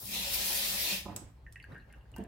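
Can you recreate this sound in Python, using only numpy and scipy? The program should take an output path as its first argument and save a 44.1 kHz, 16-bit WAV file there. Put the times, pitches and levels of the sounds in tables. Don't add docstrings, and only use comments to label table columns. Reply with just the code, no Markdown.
import sys
import numpy as np
from scipy import signal
from scipy.fft import rfft, irfft, next_fast_len
from scipy.io import wavfile
from scipy.ndimage import uniform_filter1d, map_coordinates

SR = 44100
rng = np.random.default_rng(int(sys.argv[2]) if len(sys.argv) > 2 else 0)


def invert_db(x):
    u = np.asarray(x, float) / 20
    return 10 ** u


def master(y):
    cut = np.clip(np.atleast_2d(y).T, -1, 1)
    pcm = np.round(cut * 32767)
    wavfile.write(sys.argv[1], SR, pcm.astype(np.int16))


N = 100503
TIME = np.arange(N) / SR


def unit(x):
    return x / np.sqrt(np.mean(x ** 2) + 1e-20)


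def along(points, hz):
    f, v = np.transpose(points)
    return np.interp(np.log(hz + 1), np.log(f + 1), v)


def wobble(rate_hz):
    return map_coordinates(rng.standard_normal(int(N * rate_hz / SR) + 4), [TIME * rate_hz])


def swells(rows):
    return sum(invert_db(db) * np.exp(-((TIME - s) / half_s) ** 2) for s, half_s, db in rows)


def sides(db):
    return invert_db(np.array([db / 2, -db / 2]))


def add(out, s, x):
    i = round(s * SR)
    out[:, i:i + x.shape[-1]] += x[..., :N - i]


def filtered(x, response):
    m = next_fast_len(x.shape[-1] + SR // 2)
    spectrum = rfft(x, m) * response(np.fft.rfftfreq(m, 1 / SR))
    return irfft(spectrum, m)[..., :x.shape[-1]]


def resonances(modes):
    def response(f):
        total = 0
        for k, (hz, width_hz, db) in enumerate(modes):
            damping = 1j * f * width_hz
            peak = damping / (hz * hz - f * f + damping)
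            total = total + (-1) ** k * invert_db(db) * peak * np.sqrt(30 / width_hz)
        return total
    return response


def rush(response, patchy_db, pair=None, alike=None):
    # hz, correlation
    wet_alike = [(180, 1), (550, 0.6), (1650, 0.41), (4970, 0.18), (15000, 0.45)]
    if alike is None:
        alike = wet_alike
    if pair is None:
        pair = rng.standard_normal((2, N))
    z = signal.stft(pair, nperseg=512)[2]
    field = uniform_filter1d(rng.standard_normal(z.shape[1:]), size=6, axis=0)
    field = uniform_filter1d(field, size=8, axis=1)
    pair = signal.istft(z * invert_db(patchy_db * unit(field)), nperseg=512)[1][:, :N]

    def mid_side(hz):
        angle = np.arccos(np.clip(along(alike, hz), -1, 1)) / 2
        return response(hz) * np.array([np.cos(angle), np.sin(angle)])

    mid, side = filtered(pair, mid_side)
    return unit(np.array([mid + side, mid - side]))


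def ring(modes, gains, attack_s):
    t = TIME[:SR // 3]
    chance = rng.standard_normal((len(modes), 2)) * [1.5, 0.008]
    out = np.zeros(len(t))
    for (hz, db, t60_s), gain, (off_db, detune) in zip(modes, gains, chance):
        decay = invert_db(db + off_db - 60 * t / t60_s)
        out += gain * decay * np.sin(2 * np.pi * hz * (1 + detune) * t)
    return out * (1 - np.exp(-t / attack_s))


def splash(drops):
    # hz, level_db per Hz
    steel_points = [(150, -40), (300, -11.5), (700, -11), (1450, -15), (2000, -6.5), (2500, -3.5),
                    (4200, -2), (9000, -13.5), (15000, -42)]
    # centre_hz, width_hz, level_db
    basin_modes = [(559, 22, -5), (800, 60, -9), (960, 60, -9), (1800, 30, -6), (1959, 20, -6),
                   (2130, 22, -5), (2444, 30, 1), (2670, 25, -1), (3230, 30, 1), (3558, 20, -1),
                   (3753, 22, -2), (4064, 25, 0), (4465, 20, -2), (5150, 30, -2)]
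    spray_db, basin_db = -13, -4.5
    steel = lambda hz: invert_db(along(steel_points, hz))
    stream = invert_db(1.1 * wobble(25)) * rush(steel, 2.9)
    spray = invert_db(spray_db) * rush(steel, 0.5, drops)
    return stream + spray + invert_db(basin_db) * rush(resonances(basin_modes), 3.9)


def jet(drops):
    # hz, level_db per Hz
    hiss_points = [(3000, -35), (3200, -9), (5500, -2), (8000, -6.5), (11200, -0.5), (13400, -0.5),
                   (15300, -3), (15900, -4.5)]
    # centre_hz, width_hz, level_db
    spout_modes = [(8760, 40, -9), (10200, 25, -7), (11036, 22, 0), (12715, 40, -4), (14000, 50, -7),
                   (14669, 22, 0), (15337, 35, -4)]
    spray_db, spout_db = -4.5, -7
    hiss = lambda hz: invert_db(along(hiss_points, hz))
    whistle = lambda hz: resonances(spout_modes)(hz) * (hz > 3200)
    flow_noise = invert_db(1.5 * wobble(30)) * rush(hiss, 2.5)
    spray = invert_db(spray_db) * rush(hiss, 1.5, drops)
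    return flow_noise + spray + invert_db(spout_db) * rush(whistle, 2.0)


def basin_boom():
    # centre_s, half_length_s, level_db
    booms = [
        (.1, 0.017, -53),
        (.15, 0.087, -51),
        (.4, 0.28, -60),
        (.72, 0.15, -59.5),
        (.94, 0.028, -47.5),
        (1.73, 0.029, -57.5),
    ]
    floor_mode = resonances([(190, 45, 0)])
    return swells(booms) * rush(lambda hz: floor_mode(hz) ** 2, 1.3)


def water():
    # time_s, flow_db, throttling_db
    flow = [(0, -58, 9.5), (.08, -53.5, 9.5), (0.142, -40, -1), (.3, -40, -1.5), (.5, -39, 4.5),
            (.62, -38, 1), (.75, -39.5, 2), (0.931, -36, -3.5), (.98, -41.5, -3), (1.03, -67, 5.5),
            (1.1, -76, 3)]
    # hz, left_right_db
    lean = [(60, -5.5), (180, -2), (550, -6), (1650, -2.5), (4970, 1.0), (15000, 4)]
    # hz, left_lead_rad
    leads = [(0, 0.5), (1550, -0.76), (4390, 14), (6290, 10.5), (11000, 40.5), (11300, 46.5), (14000, 30),
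             (16500, 31.5)]
    closed_s, drain_db_per_s = 1.2, 126
    spurt_s, spurt_length_s, spurt_peak_db = 0.346, 0.02, 7.5
    lands_s, landing_s, before_db = 0.082, 0.064, -9
    drops_per_s = 4400

    s, *columns = np.transpose(flow)
    flow_db, valve_db = [np.interp(TIME, s, c) for c in columns]
    flow_db = flow_db - drain_db_per_s * np.clip(TIME - closed_s, 0, None)
    spurt_db = spurt_peak_db * np.exp(-((TIME - spurt_s) / spurt_length_s) ** 2)
    landing_db = before_db * np.clip((lands_s - TIME) / landing_s, 0, 1)

    hits = rng.random((2, N)) < drops_per_s / SR
    size_db = 5.5 * rng.exponential(size=(2, N)).clip(0, 3)
    drops = hits * rng.standard_normal((2, N)) * invert_db(size_db)
    both = invert_db(flow_db + 0.1 * spurt_db + landing_db) * splash(drops)
    both = both + invert_db(flow_db + valve_db + spurt_db) * jet(drops[::-1])
    both = both + basin_boom()

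    def placement(hz):
        phase = 0.5j * along(leads, hz) * [[1], [-1]]
        return sides(along(lean, hz)) * np.exp(phase)

    return filtered(both, placement)


def knocks(events, modes, pan_db, attack_s=0.0035):
    out, hz = np.zeros((2, N)), np.transpose(modes)[0]
    for s, db, tilt_db in events:
        gains = invert_db(tilt_db * np.log2(hz / hz[0]))
        add(out, s, invert_db(db) * sides(pan_db)[:, None] * ring(modes, gains, attack_s))
    return out


def pipe_hammer():
    # start_s, level_db, brightness_db_per_octave
    blows = [
        (1.056, -49, 5),
        (1.061, -36, 1.5),
        (1.075, -47, -0.5),
        (1.082, -45, 4),
        (1.092, -46.5, 3.5),
        (1.102, -48.5, 1.5),
        (1.124, -45.5, -0.5),
        (1.163, -49, 2.5),
        (1.219, -36.5, -5),
        (1.267, -54, -8.5),
    ]
    # hz, level_db, t60_s
    pipe_modes = [(107, -3.5, 0.16), (200.6, 6.5, 0.032), (250, 0, 0.051), (300.5, 3, 0.035),
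                  (573, -12.5, 0.094), (708, -5.5, 0.049), (858, -4, 0.039), (1013, -1.5, 0.027),
                  (1225, -9.5, 0.027)]
    return knocks(blows, pipe_modes, -4.5)


def drips():
    # start_s, level_db, pitch_hz, snap_db
    falls = [(1.4649, -42, 1830, -13), (1.5578, -38.5, 1890, -2.5), (1.6005, -45.5, 2100, 5),
             (1.626, -53.5, 4420, -30), (1.6408, -39, 1630, -6), (1.7206, -49, 1830, -14),
             (1.7205, -58, 3830, -30), (1.7468, -48.5, 1770, -2.5), (1.7543, -40.5, 1640, -20),
             (1.7631, -39.5, 1597, -11), (1.777, -46, 1630, -26), (1.798, -59.5, 4070, -32),
             (1.799, -55, 1750, -2), (1.82, -60, 2620, -6), (1.8446, -61, 1630, -12.5),
             (1.901, -54, 2070, -4), (1.905, -58, 1616, -25), (1.9247, -54.5, 1720, 1.5),
             (1.9372, -47.5, 1604, -2), (1.944, -57, 2820, -17), (2.01, -58.5, 2850, -12),
             (2.0544, -59.5, 1610, -11.5), (2.14, -45, 2765, -25.5), (2.205, -53, 2970, -22),
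             (2.247, -55, 1680, -1)]
    # hz, level_db, t60_s
    waste_modes = [(950, 0, .08), (1520, -3, .06), (1625, 0, .085), (1720, -3, .07), (1840, 0, .085),
                   (1960, -2, .05), (2100, -4, .05), (2670, -5, .05), (2820, -1, .1), (3900, 0, .04),
                   (4570, 0, .04)]
    # hz, level_db, t60_s
    grate_modes = [(2560, -22, .04), (2690, -6, 0.048), (2850, -9, .06)]
    peak_s, sag, plip_db, reach_oct = 0.0023, 0.034, 0.5, 0.26
    echo_s, echo_jitter_s, echo_db = 0.0088, 0.000605, -6
    snap_top_hz, snap_fall_s, snap_t60_s = 3130, 0.0021, 0.02
    pipe_ring_db, drip_room_db = -2.5, -8

    out, hz, t = np.zeros((2, N)), np.transpose(waste_modes)[0], TIME[:SR // 3]
    for s, db, pitch_hz, snap_db in falls:
        u = t / peak_s
        sagging_s = t + sag * peak_s * (1 - np.exp(-u))
        once = u * np.exp(0.5 - u ** 2 / 2) * np.sin(2 * np.pi * pitch_hz * sagging_s)
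        trip = np.arange(5)
        late_s = echo_s * trip + echo_jitter_s * rng.standard_normal(5) * trip
        plip = sum(invert_db(plip_db + k * echo_db) * np.roll(once, round(d * SR)) for k, d in enumerate(late_s))

        fall_hz = max(snap_top_hz - pitch_hz, 0)
        turns = pitch_hz * t + fall_hz * snap_fall_s * (1 - np.exp(-t / snap_fall_s))
        snap = invert_db(1 - 60 * t / snap_t60_s) * np.sin(2 * np.pi * turns)
        snap = snap * (1 - np.exp(-t / 0.0005)) ** 2
        snap = snap + ring(grate_modes, np.ones(len(grate_modes)), 0.00089)

        near = np.exp(-(np.log2(hz / pitch_hz) / reach_oct) ** 2)
        pipe = invert_db(pipe_ring_db) * ring(waste_modes, near, 0.0018)
        pan_db = 3.0 if pitch_hz < 1700 else -2.2
        x = invert_db(db - 6.5) * sides(pan_db)[:, None] * (pipe + plip + invert_db(snap_db) * snap)
        add(out, s, x + invert_db(drip_room_db) * room(x)[:, :len(t)])
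    return out


def ticks():
    # start_s, level_db, centre_hz, t60_s, room_db
    contacts = [(1.1625, -29.5, 8000, 0.036, -6.5), (1.5245, -48, 8700, 0.028, -7),
                (1.533, -55, 5600, .02, -6.5), (1.558, -59, 4800, 0.017, -8.5),
                (1.576, -65, 9830, 0.011, -13.5), (1.6006, -63, 9400, 0.016, -9),
                (1.6257, -57, 9500, 0.022, -11.5), (1.6409, -57, 11000, .02, -9),
                (1.7203, -66, 9360, 0.014, -11), (1.7468, -66, 9600, .015, -12),
                (1.7802, -65, 9400, .02, -8), (1.926, -53.5, 9400, .02, -13.5),
                (1.9633, -68, 6000, .01, -13), (1.9845, -64, 13500, .01, -14),
                (2.1166, -55, 8400, 0.014, -11.5), (2.163, -44.5, 12300, 0.031, -11.5),
                (2.182, -50, 9430, 0.024, -11), (2.2385, -48, 8440, .01, -18)]
    wide_db = 1.5
    out, t = np.zeros((2, N)), TIME[:SR // 3]
    for s, db, hz, t60_s, room_db in contacts:
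        grains = rng.standard_normal((2, len(t))) * (rng.random(len(t)) < 0.45)
        puff = grains * invert_db(3 - 60 * t / t60_s)
        body = resonances([(hz, 0.11 * hz, 17)])

        def colour(f):
            wide = invert_db(wide_db) / (1 + (f / 11000) ** 2)
            return (1.5 * body(f) + wide) * f ** 2 / (f ** 2 + 3500 ** 2)

        x = invert_db(db) * filtered(puff, colour)
        add(out, s, x + invert_db(room_db) * room(x)[:, :len(t)])
    return out


def rim_clack():
    # start_s, level_db, brightness_db_per_octave
    touches = [
        (2.163, -45, -2.5),
        (2.1745, -50.5, 0.5),
    ]
    # hz, level_db, t60_s
    rim_modes = [(929, -3, 0.091), (1013, -12, .1), (1146, -12, .1), (1557, -4.5, 0.067),
                 (1736, -15.5, 0.3), (1850, -7, 0.053), (2290, -15, .04), (2805, -7, 0.09),
                 (3150, -17, 0.055)]
    return knocks(touches, rim_modes, 1.1, attack_s=0.0005)


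def worktop_thuds():
    # start_s, level_db, brightness_db_per_octave
    landings = [
        (2.184, -31, -1),
        (2.205, -39.5, -3.5),
        (2.224, -45, -2.5),
        (2.262, -56, 11),
    ]
    # hz, level_db, t60_s
    worktop_modes = [(206, -1.5, 0.15), (240, -1, 0.079), (340, -5, 0.12), (444, -6.5, 0.12),
                     (554, -20, 0.13), (642, -18.5, 0.28), (688, -15.5, 0.19), (803, -27, 0.28),
                     (907, -25, 0.056)]
    return knocks(landings, worktop_modes, -2.7)


def house():
    # hz, level_db per Hz
    floor_points = [(30, -32.5), (70, -22.5), (130, -11), (250, -22.5), (1000, -30), (3000, -40.5),
                    (7000, -51), (15900, -52.5)]
    # centre_hz, width_hz, level_db
    fridge_modes = [(41, 17, -1.5), (60.4, 9.4, -1), (106.8, 24, -2)]
    # centre_s, half_length_s, level_db
    sleeve = [
        (.04, .07, -56),
        (1.15, 0.12, -52.5),
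        (1.715, 0.05, -56),
        (1.783, 0.037, -65),
        (1.92, 0.12, -61.5),
        (2.21, 0.081, -53),
    ]
    # hz, level_db per Hz
    cloth_points = [(50, -45), (100, 6.5), (250, -5.5), (500, -6.5), (1200, -14), (1800, -16.5),
                    (8000, -42.5)]
    near = [(60, 0.99), (150, 0.96), (400, 0.7), (1000, 0.19)]  # hz, correlation
    floor_db, hum_db = -64, -53.0
    fridge = lambda hz: sum(resonances([mode])(hz) ** 2 for mode in fridge_modes)
    floor = invert_db(floor_db) * rush(lambda hz: invert_db(along(floor_points, hz)), 1.8, alike=near)
    hum = invert_db(hum_db) * rush(fridge, 1.0, alike=near)
    cloth = rush(lambda hz: invert_db(along(cloth_points, hz)), 2.5, alike=near)
    return floor + hum + swells(sleeve) * invert_db(2.78 * wobble(40)) * cloth


def room(x):
    # hz, t60_s
    kitchen = [(200, 0.46), (2000, 0.39), (8000, 0.3), (15000, 0.13)]
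    hz, t, z = signal.stft(rng.standard_normal((2, SR // 2)), SR, nperseg=256)
    z[1] = np.where(hz[:, None] < 400, z[0], z[1])
    decay = invert_db(-60 * t / along(kitchen, hz)[:, None])
    tail = signal.istft(z * decay, SR, nperseg=256)[1]
    delayed = np.pad(x, ((0, 0), (150, 0)))
    return signal.fftconvolve(delayed, tail / np.linalg.norm(tail[0]), axes=1)[:, :N]


def scene():
    room_db = -6
    wet = water() + pipe_hammer() + worktop_thuds() + rim_clack()
    return wet + invert_db(room_db) * room(wet) + drips() + ticks() + house()


def top_cut(x):
    return signal.sosfilt(signal.butter(12, 16940, fs=SR, output="sos"), x)


def record(dry):
    fade_s, low_hz, top_hz = 0.006, 33, 15820
    faded = dry * np.clip((TIME[-1] - TIME) / fade_s, 0, 1)
    band = lambda hz: invert_db(-42 * (hz > top_hz)) * hz ** 4 / (hz ** 4 + low_hz ** 4)
    return top_cut(filtered(faded, band))


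dry = scene()
out = record(dry)
master(out)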